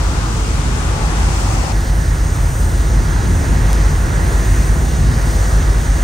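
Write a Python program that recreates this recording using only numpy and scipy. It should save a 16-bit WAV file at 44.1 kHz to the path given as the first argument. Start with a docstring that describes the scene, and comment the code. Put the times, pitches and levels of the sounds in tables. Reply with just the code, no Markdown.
"""The open side deck of a ship under way, heard by a handheld phone close to the sea along the side.
From the start the firing tone of the engine, shaft orders and a slower machine come through the hull as tones,
with filtered noise for the unsteady drones, the wind-and-hull rumble, the wash and the spray. At 0.85 s a hollow
ring rises in the wash and sags in pitch. At 1.72 s the lens zooms in: the phone narrows its stereo beam, the wash
changes colour and the hum rises. Gusts lift the rumble most near 3.3 and 5.1 s; a dry tick falls at 3.73 s."""
import sys
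import numpy as np
from scipy import signal
from scipy.fft import rfft, irfft, next_fast_len
from scipy.io import wavfile
from scipy.ndimage import uniform_filter1d

SR = 44100
rng = np.random.default_rng(int(sys.argv[2]) if len(sys.argv) > 2 else 0)


def store_wav(level_fs):
    """Save 16-bit WAV to argv[1]."""
    pcm = np.round(np.clip(np.atleast_2d(level_fs), -1, 1) * 32767)
    wavfile.write(sys.argv[1], SR, pcm.T.astype(np.int16))


N = 266187
SIZE = next_fast_len(N)
HZ = np.maximum(np.arange(SIZE // 2 + 1) * SR / SIZE, 1)
TIME = np.arange(N) / SR

# The phone: zoom and top of its range
ZOOM_S, ZOOM_SWITCH_S = 1.724, 0.0053
TOP_HZ = 15750

# A short dry tick: (time [s], level [dB])
TICKS = [(3.73084, -3)]

# Waves breaking along the side: (time [s], lift of the wash [dB])
WAVES = [(.1, 0), (.55, -0.5), (1.0, 1), (1.5, 0.5), (2.75, 1.3), (3.3, 1), (3.7, 2.5), (4.35, 2.5),
         (5.3, 2.5), (5.65, 1)]
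WAVE_RISE_S, WAVE_FALL_S = 0.27, 0.55
SPRAY_SHARE, SPRAY_LATE_S = 0.81, 0.083  # the spray follows each wave a little later and less
CREST_HZ, CREST_SHARE = 1400, 1.04  # above this pitch the wash follows each wave more strongly
SURGE_PER_S = 4.54  # each half octave of the wash surges on its own

# Sea colour through the wide and the narrow beam: (frequency [Hz], relative density [dB per Hz])
WIDE_COLOUR = [(300, -51), (450, -52.5), (620, -55.5), (840, -52.5), (1000, -54.5), (1350, -55),
               (1700, -59), (2200, -63.5), (3000, -68.5), (4200, -71), (6300, -70.5), (8000, -71),
               (9500, -74), (10500, -78), (11500, -83), (12200, -92), (13000, -85.5), (15000, -90)]
NARROW_COLOUR = [(300, -55), (450, -58), (620, -60.5), (850, -60.5), (1200, -61.5), (1650, -60.5),
                 (1900, -62.5), (2050, -66), (2300, -71), (3200, -74), (5200, -73.5), (6400, -68.5),
                 (8800, -72), (10500, -74), (11400, -76), (12250, -83), (13000, -81.5), (15400, -84)]
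# Stereo image of the sea through each beam:
# (frequency [Hz], likeness of the channels [0-1], lag of the right [rad], left minus right [dB])
WIDE_IMAGE = [(250, .8, 0, .5), (400, .6, .3, 1.5), (600, .4, 1.3, 2), (850, .2, .7, 3.4),
              (1200, .42, 1.2, 3), (1700, .2, 2.7, 1), (2400, .08, 2.5, .5), (4200, .1, 1, 2.5),
              (6300, .1, 0, 6.8), (8000, .1, 0, 3.5), (9400, .15, -1.2, -4), (10200, .4, -2.6, -1),
              (10450, 1, -3.14, 0), (12350, 1, -3.14, 0), (12700, .3, -5.3, 0), (13300, .6, -5.9, 0),
              (13700, 1, -6.28, 0)]
NARROW_IMAGE = [(250, .85, 0, 0), (600, .68, .3, 1.2), (850, .6, .6, 2), (1200, .4, 1.4, -1.5),
                (1600, .45, 3.1, -8), (2000, .55, 6.1, -3.5), (2500, .8, 6.6, -.5), (3200, .82, 6.85, 0),
                (4300, .95, 6.45, 0), (5300, .99, 6.3, 0), (6100, .9, 6.55, 0), (6900, .88, 7.2, 0),
                (7450, .99, 9.42, 0), (8300, .92, 12.4, 0), (9700, .78, 11.1, 0), (10700, 1, 9.42, 0),
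                (12300, 1, 9.42, 0), (12500, .55, 7.6, 0), (13600, .7, 6.7, 0), (13800, 1, 6.28, 0)]

# A hollow ring in the wash, heard through the wide beam only
HOLLOW_HZ, HOLLOW_WIDTH_HZ, HOLLOW_DB = 858, 40, -36.5
HOLLOW_FROM_S, HOLLOW_RISE_S, HOLLOW_SAG_HZ_PER_S = 0.85, 0.06, 110

# Colour of the wind-and-hull rumble: (frequency [Hz], relative density [dB per Hz])
RUMBLE_COLOUR = [(15, -72), (24, -58), (31, -55), (36, -46), (45, -40), (56, -40), (64, -36), (85, -37.5),
                 (108, -42), (120, -43), (155, -45.5), (175, -49.5), (260, -54.5), (420, -65.5)]
# Rumble between 60 and 200 Hz, before the gusts: (time [s], level [dB])
RUMBLE_LEVEL = [(0, -20.5), (1.5, -19), (1.85, -25), (2.7, -21.5), (3.35, -18.5), (4.05, -20), (4.8, -18),
                (5.5, -21.5), (6.04, -21.5)]
RUMBLE_SIDE_DB = -14.5
# Strongest gust blows: (time [s], lift of the rumble [dB])
BUFFETS = [(2.45, 1), (3.0, 1.5), (3.3, 5), (3.51, 4.5), (3.8, 2.5), (4.45, -1), (4.05, 1), (4.77, 1.5),
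           (5.08, 6), (5.28, 3.5), (5.87, 1)]
BUFFET_S = 0.059  # half length of a blow

# Blurred tones through the hull: (frequency [Hz], half width [Hz], level [dB])
DRONES = [(79.6, 0.8, -29), (224, 7, -42), (249, 3, -40), (332, 7, -39), (441, 7, -46), (538, 9, -47),
          (662, 8, -48), (830, 60, -48)]

# Machinery tones before the beam lift: (multiple of the turning rate [1], level [dB])
SHAFT_HZ, SLOW_HZ = 8.421, 3.441
SHAFT_ORDERS = [(7, -30), (8, -30), (10, -35), (12, -33), (13, -29), (15, -40), (17, -35), (18, -35),
                (19, -35), (21, -44), (23, -45)]
SLOW_ORDERS = [(6, -40), (10, -41), (11, -35), (12, -27), (13, -25), (16, -36), (19, -32), (23, -31),
               (24, -34), (25, -35), (28, -35), (38, -36)]
HUM_LIFT_DB = (-2.5, 1.5)  # through the wide and the narrow beam

# Firing tone of the main engine: (time [s], level [dB])
FIRING_LEVEL = [(0, -18.5), (.3, -18.5), (.6, -17), (.95, -21), (1.3, -16), (1.6, -19.5), (2.1, -13.5),
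                (2.35, -19.5), (2.75, -14.5), (2.95, -11), (3.22, -19.5), (3.45, -18), (3.75, -10.5),
                (4.05, -19.5), (4.6, -13.5), (4.92, -21.5), (5.2, -15.5), (5.8, -12.5), (6.04, -15)]
CYLINDER_ORDER = 6  # firings per turn of the shaft
HULL_LAG_S = 0.00005  # the right port hears the hull a little late


def undb(db):
    """Decibels to gain."""
    return 10 ** (np.asarray(db) / 20)


def over_hz(table):
    """Columns of a table over frequency, joined on a log axis."""
    hz, *columns = np.transpose(table)
    return [np.interp(np.log(HZ), np.log(hz), column) for column in columns]


def over_time(table):
    """Columns of a table over time, joined by straight lines."""
    seconds, *columns = np.transpose(table)
    return [np.interp(TIME, seconds, column) for column in columns]


def to_sound(spectrum):
    """Spectrum back to sound, cut to length."""
    return irfft(spectrum, SIZE)[..., :N]


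def band_rms(sound, edges):
    """RMS level of a signal between two frequencies."""
    in_band = (HZ > edges[0]) & (HZ < edges[1])
    power = np.abs(rfft(sound, SIZE)[in_band]) ** 2
    return np.sqrt(2 * power.sum() / SIZE / N)


def walk(rate):
    """Random levels held 1 / rate s and slewed twice; spread near 1."""
    hold = int(SR / rate)
    steps = np.repeat(rng.standard_normal(N // hold + 1), hold)
    slewed = uniform_filter1d(uniform_filter1d(steps, hold), hold)
    return 0.87 * slewed[:N]


def swells(table, rise_s, fall_s, late_s=0.):
    """Sum of bell-shaped lifts in dB, one for each row."""
    total_db = 0
    for peak_s, lift_db in table:
        since = TIME - peak_s - late_s
        length_s = np.where(since < 0, rise_s, fall_s)
        total_db = total_db + lift_db * np.exp(-(since / length_s) ** 2)
    return total_db


def churn(lo_hz, count, flicker_db, rate, surge_db=0.):
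    """Spectrum of white noise whose half octaves each flicker and surge on their own."""
    white = rfft(rng.standard_normal(SIZE))
    place = np.clip(2 * np.log2(HZ / lo_hz), 0, count - 1)
    total = 0
    for k in range(count):
        half_octave = to_sound(white * np.clip(1 - np.abs(place - k), 0, 1))
        level_db = flicker_db * walk(rate) + surge_db * walk(SURGE_PER_S)
        total = total + half_octave * undb(level_db)
    return rfft(total, SIZE)


def narrow():
    """0 for the wide beam, 1 for the narrow one; the switch takes a few milliseconds."""
    return np.clip((TIME - ZOOM_S) / ZOOM_SWITCH_S + 0.5, 0, 1)


def tick():
    """A 7 kHz swing under a bell of a fraction of a millisecond, alike in both channels."""
    out = np.zeros(N)
    for peak_s, db in TICKS:
        since = TIME - peak_s
        bell = np.exp(-(since / 0.00005) ** 2)
        out -= undb(db) * bell * np.cos(2 * np.pi * 7000 * since + 0.15)
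    return out


def hollow(multiple=1, lift_db=0):
    """A narrow band of noise that rises in the wash and sags in pitch, stronger on the left."""
    since = TIME - HOLLOW_FROM_S
    turn = 2 * np.pi * multiple * (HOLLOW_HZ - HOLLOW_SAG_HZ_PER_S * since / 2) * since
    lowpass = 1 / (1 + (HZ / HOLLOW_WIDTH_HZ / multiple) ** 2)
    slow = to_sound(rfft(rng.standard_normal((2, 2, SIZE))) * lowpass)
    ring = slow[0] * np.cos(turn) + slow[1] * np.sin(turn)
    rise = 1 / (1 + np.exp(-since / HOLLOW_RISE_S))
    return undb(HOLLOW_DB + lift_db) * rise * ring / ring.std() * undb([[2.5], [-2.5]])


def sea(calm_wash_db, calm_spray_db, surge_db, colour, image):
    """Noise of wash and spray through one beam: the right port hears a late share of the left."""
    likeness, lag, pan_db = over_hz(image)
    shared, own = (churn(300, count=11, flicker_db=1.1, rate=12, surge_db=surge_db) for _ in range(2))
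    right = likeness * np.exp(-1j * lag) * shared + np.sqrt(1 - likeness ** 2) * own
    both = np.array([undb(pan_db / 2) * shared, undb(-pan_db / 2) * right])
    both = both * undb(over_hz(colour)[0]) / (1 + (220 / HZ) ** 4)  # the bass is left to the rumble

    # Split by pitch: body lowest, crest between, spray on top
    spray_share = 1 / (1 + (2500 / HZ) ** 6)
    body_share = 1 / (1 + (HZ / CREST_HZ) ** 6)
    body = to_sound(both * body_share)
    crest = to_sound(both * (1 - body_share - spray_share))
    spray = to_sound(both * spray_share)

    wave_db = swells(WAVES, WAVE_RISE_S, WAVE_FALL_S)
    late_wave_db = swells(WAVES, WAVE_RISE_S, WAVE_FALL_S, SPRAY_LATE_S)
    spray_db = calm_spray_db + SPRAY_SHARE * late_wave_db
    wash = undb(wave_db) * body + undb(CREST_SHARE * wave_db) * crest
    wash = wash / band_rms((body + crest).mean(axis=0), edges=(500, 2000))  # scaled by the calm sea
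    spray = spray / band_rms(spray.mean(axis=0), edges=(3000, 9000))
    return undb(calm_wash_db) * wash + undb(spray_db) * spray


def rumble():
    """Flickering low noise of wind and hull; the two ports differ more as the pitch rises."""
    colour = undb(over_hz(RUMBLE_COLOUR)[0]) * (HZ < RUMBLE_COLOUR[-1][0])
    mid, side = (to_sound(colour * tilt * churn(40, count=7, flicker_db=2, rate=9))
                 for tilt in (1, (HZ / 100) ** 0.7))
    level_db = over_time(RUMBLE_LEVEL)[0] + swells(BUFFETS, BUFFET_S, BUFFET_S)
    gain = undb(level_db) / band_rms(mid, edges=(60, 200))
    return gain * (mid + undb(RUMBLE_SIDE_DB) * side * np.array([[1], [-1]]))


def drones():
    """Noise in narrow resonances: tones too unsteady to be lines."""
    out = 0
    for hz, width, db in DRONES:
        resonance = 1 / (1 + ((HZ - hz) / width) ** 2)
        ring = to_sound(rfft(rng.standard_normal(SIZE)) * resonance)
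        out = out + undb(db) * ring / ring.std()
    return out


def hum(rate_hz, orders, waver_db):
    """Tones on multiples of a turning rate, each wavering slowly as the hull carries it."""
    out = 0
    for multiple, db in orders:
        turn = 2 * np.pi * (multiple * rate_hz * TIME + rng.random())
        out = out + np.sqrt(2) * undb(db + waver_db * walk(3.41)) * np.sin(turn)
    return out


def firing():
    """The tone at which the cylinders fire, a sine swelling and sinking slowly."""
    turn = 2 * np.pi * (CYLINDER_ORDER * SHAFT_HZ * TIME + rng.random())
    return np.sqrt(2) * undb(over_time(FIRING_LEVEL)[0]) * np.sin(turn)


def machines():
    """All that the machinery sends through the hull, a little late at the right port."""
    orders = hum(SHAFT_HZ, SHAFT_ORDERS, waver_db=1.3) + hum(SLOW_HZ, SLOW_ORDERS, waver_db=1.3)
    beam_lift = undb(np.interp(narrow(), (0, 1), HUM_LIFT_DB))
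    hull = firing() + beam_lift * orders + drones()
    return np.array([hull, np.interp(TIME - HULL_LAG_S, TIME, hull)])


def scene():
    """Sea through the wide beam, then the narrow one, with rumble, machinery and tick."""
    wide = sea(-29.5, -34, surge_db=1.5, colour=WIDE_COLOUR, image=WIDE_IMAGE)
    wide = wide + hollow() + hollow(multiple=1.42, lift_db=-3)  # a lower and a higher ring
    tight = sea(-32, -36, surge_db=1.37, colour=NARROW_COLOUR, image=NARROW_IMAGE)
    beams = np.sqrt(1 - narrow()) * wide + np.sqrt(narrow()) * tight
    return tick() + beams + rumble() + machines()


def record(dry):
    """The phone rounds the loudest peaks and cuts the top."""
    rounded = np.tanh(0.5 * dry) / 0.5
    top_cut = signal.ellip(14, 0.5, 80, TOP_HZ, fs=SR, output="sos")
    return signal.sosfilt(top_cut, rounded)


dry = scene()
out = record(dry)
store_wav(out)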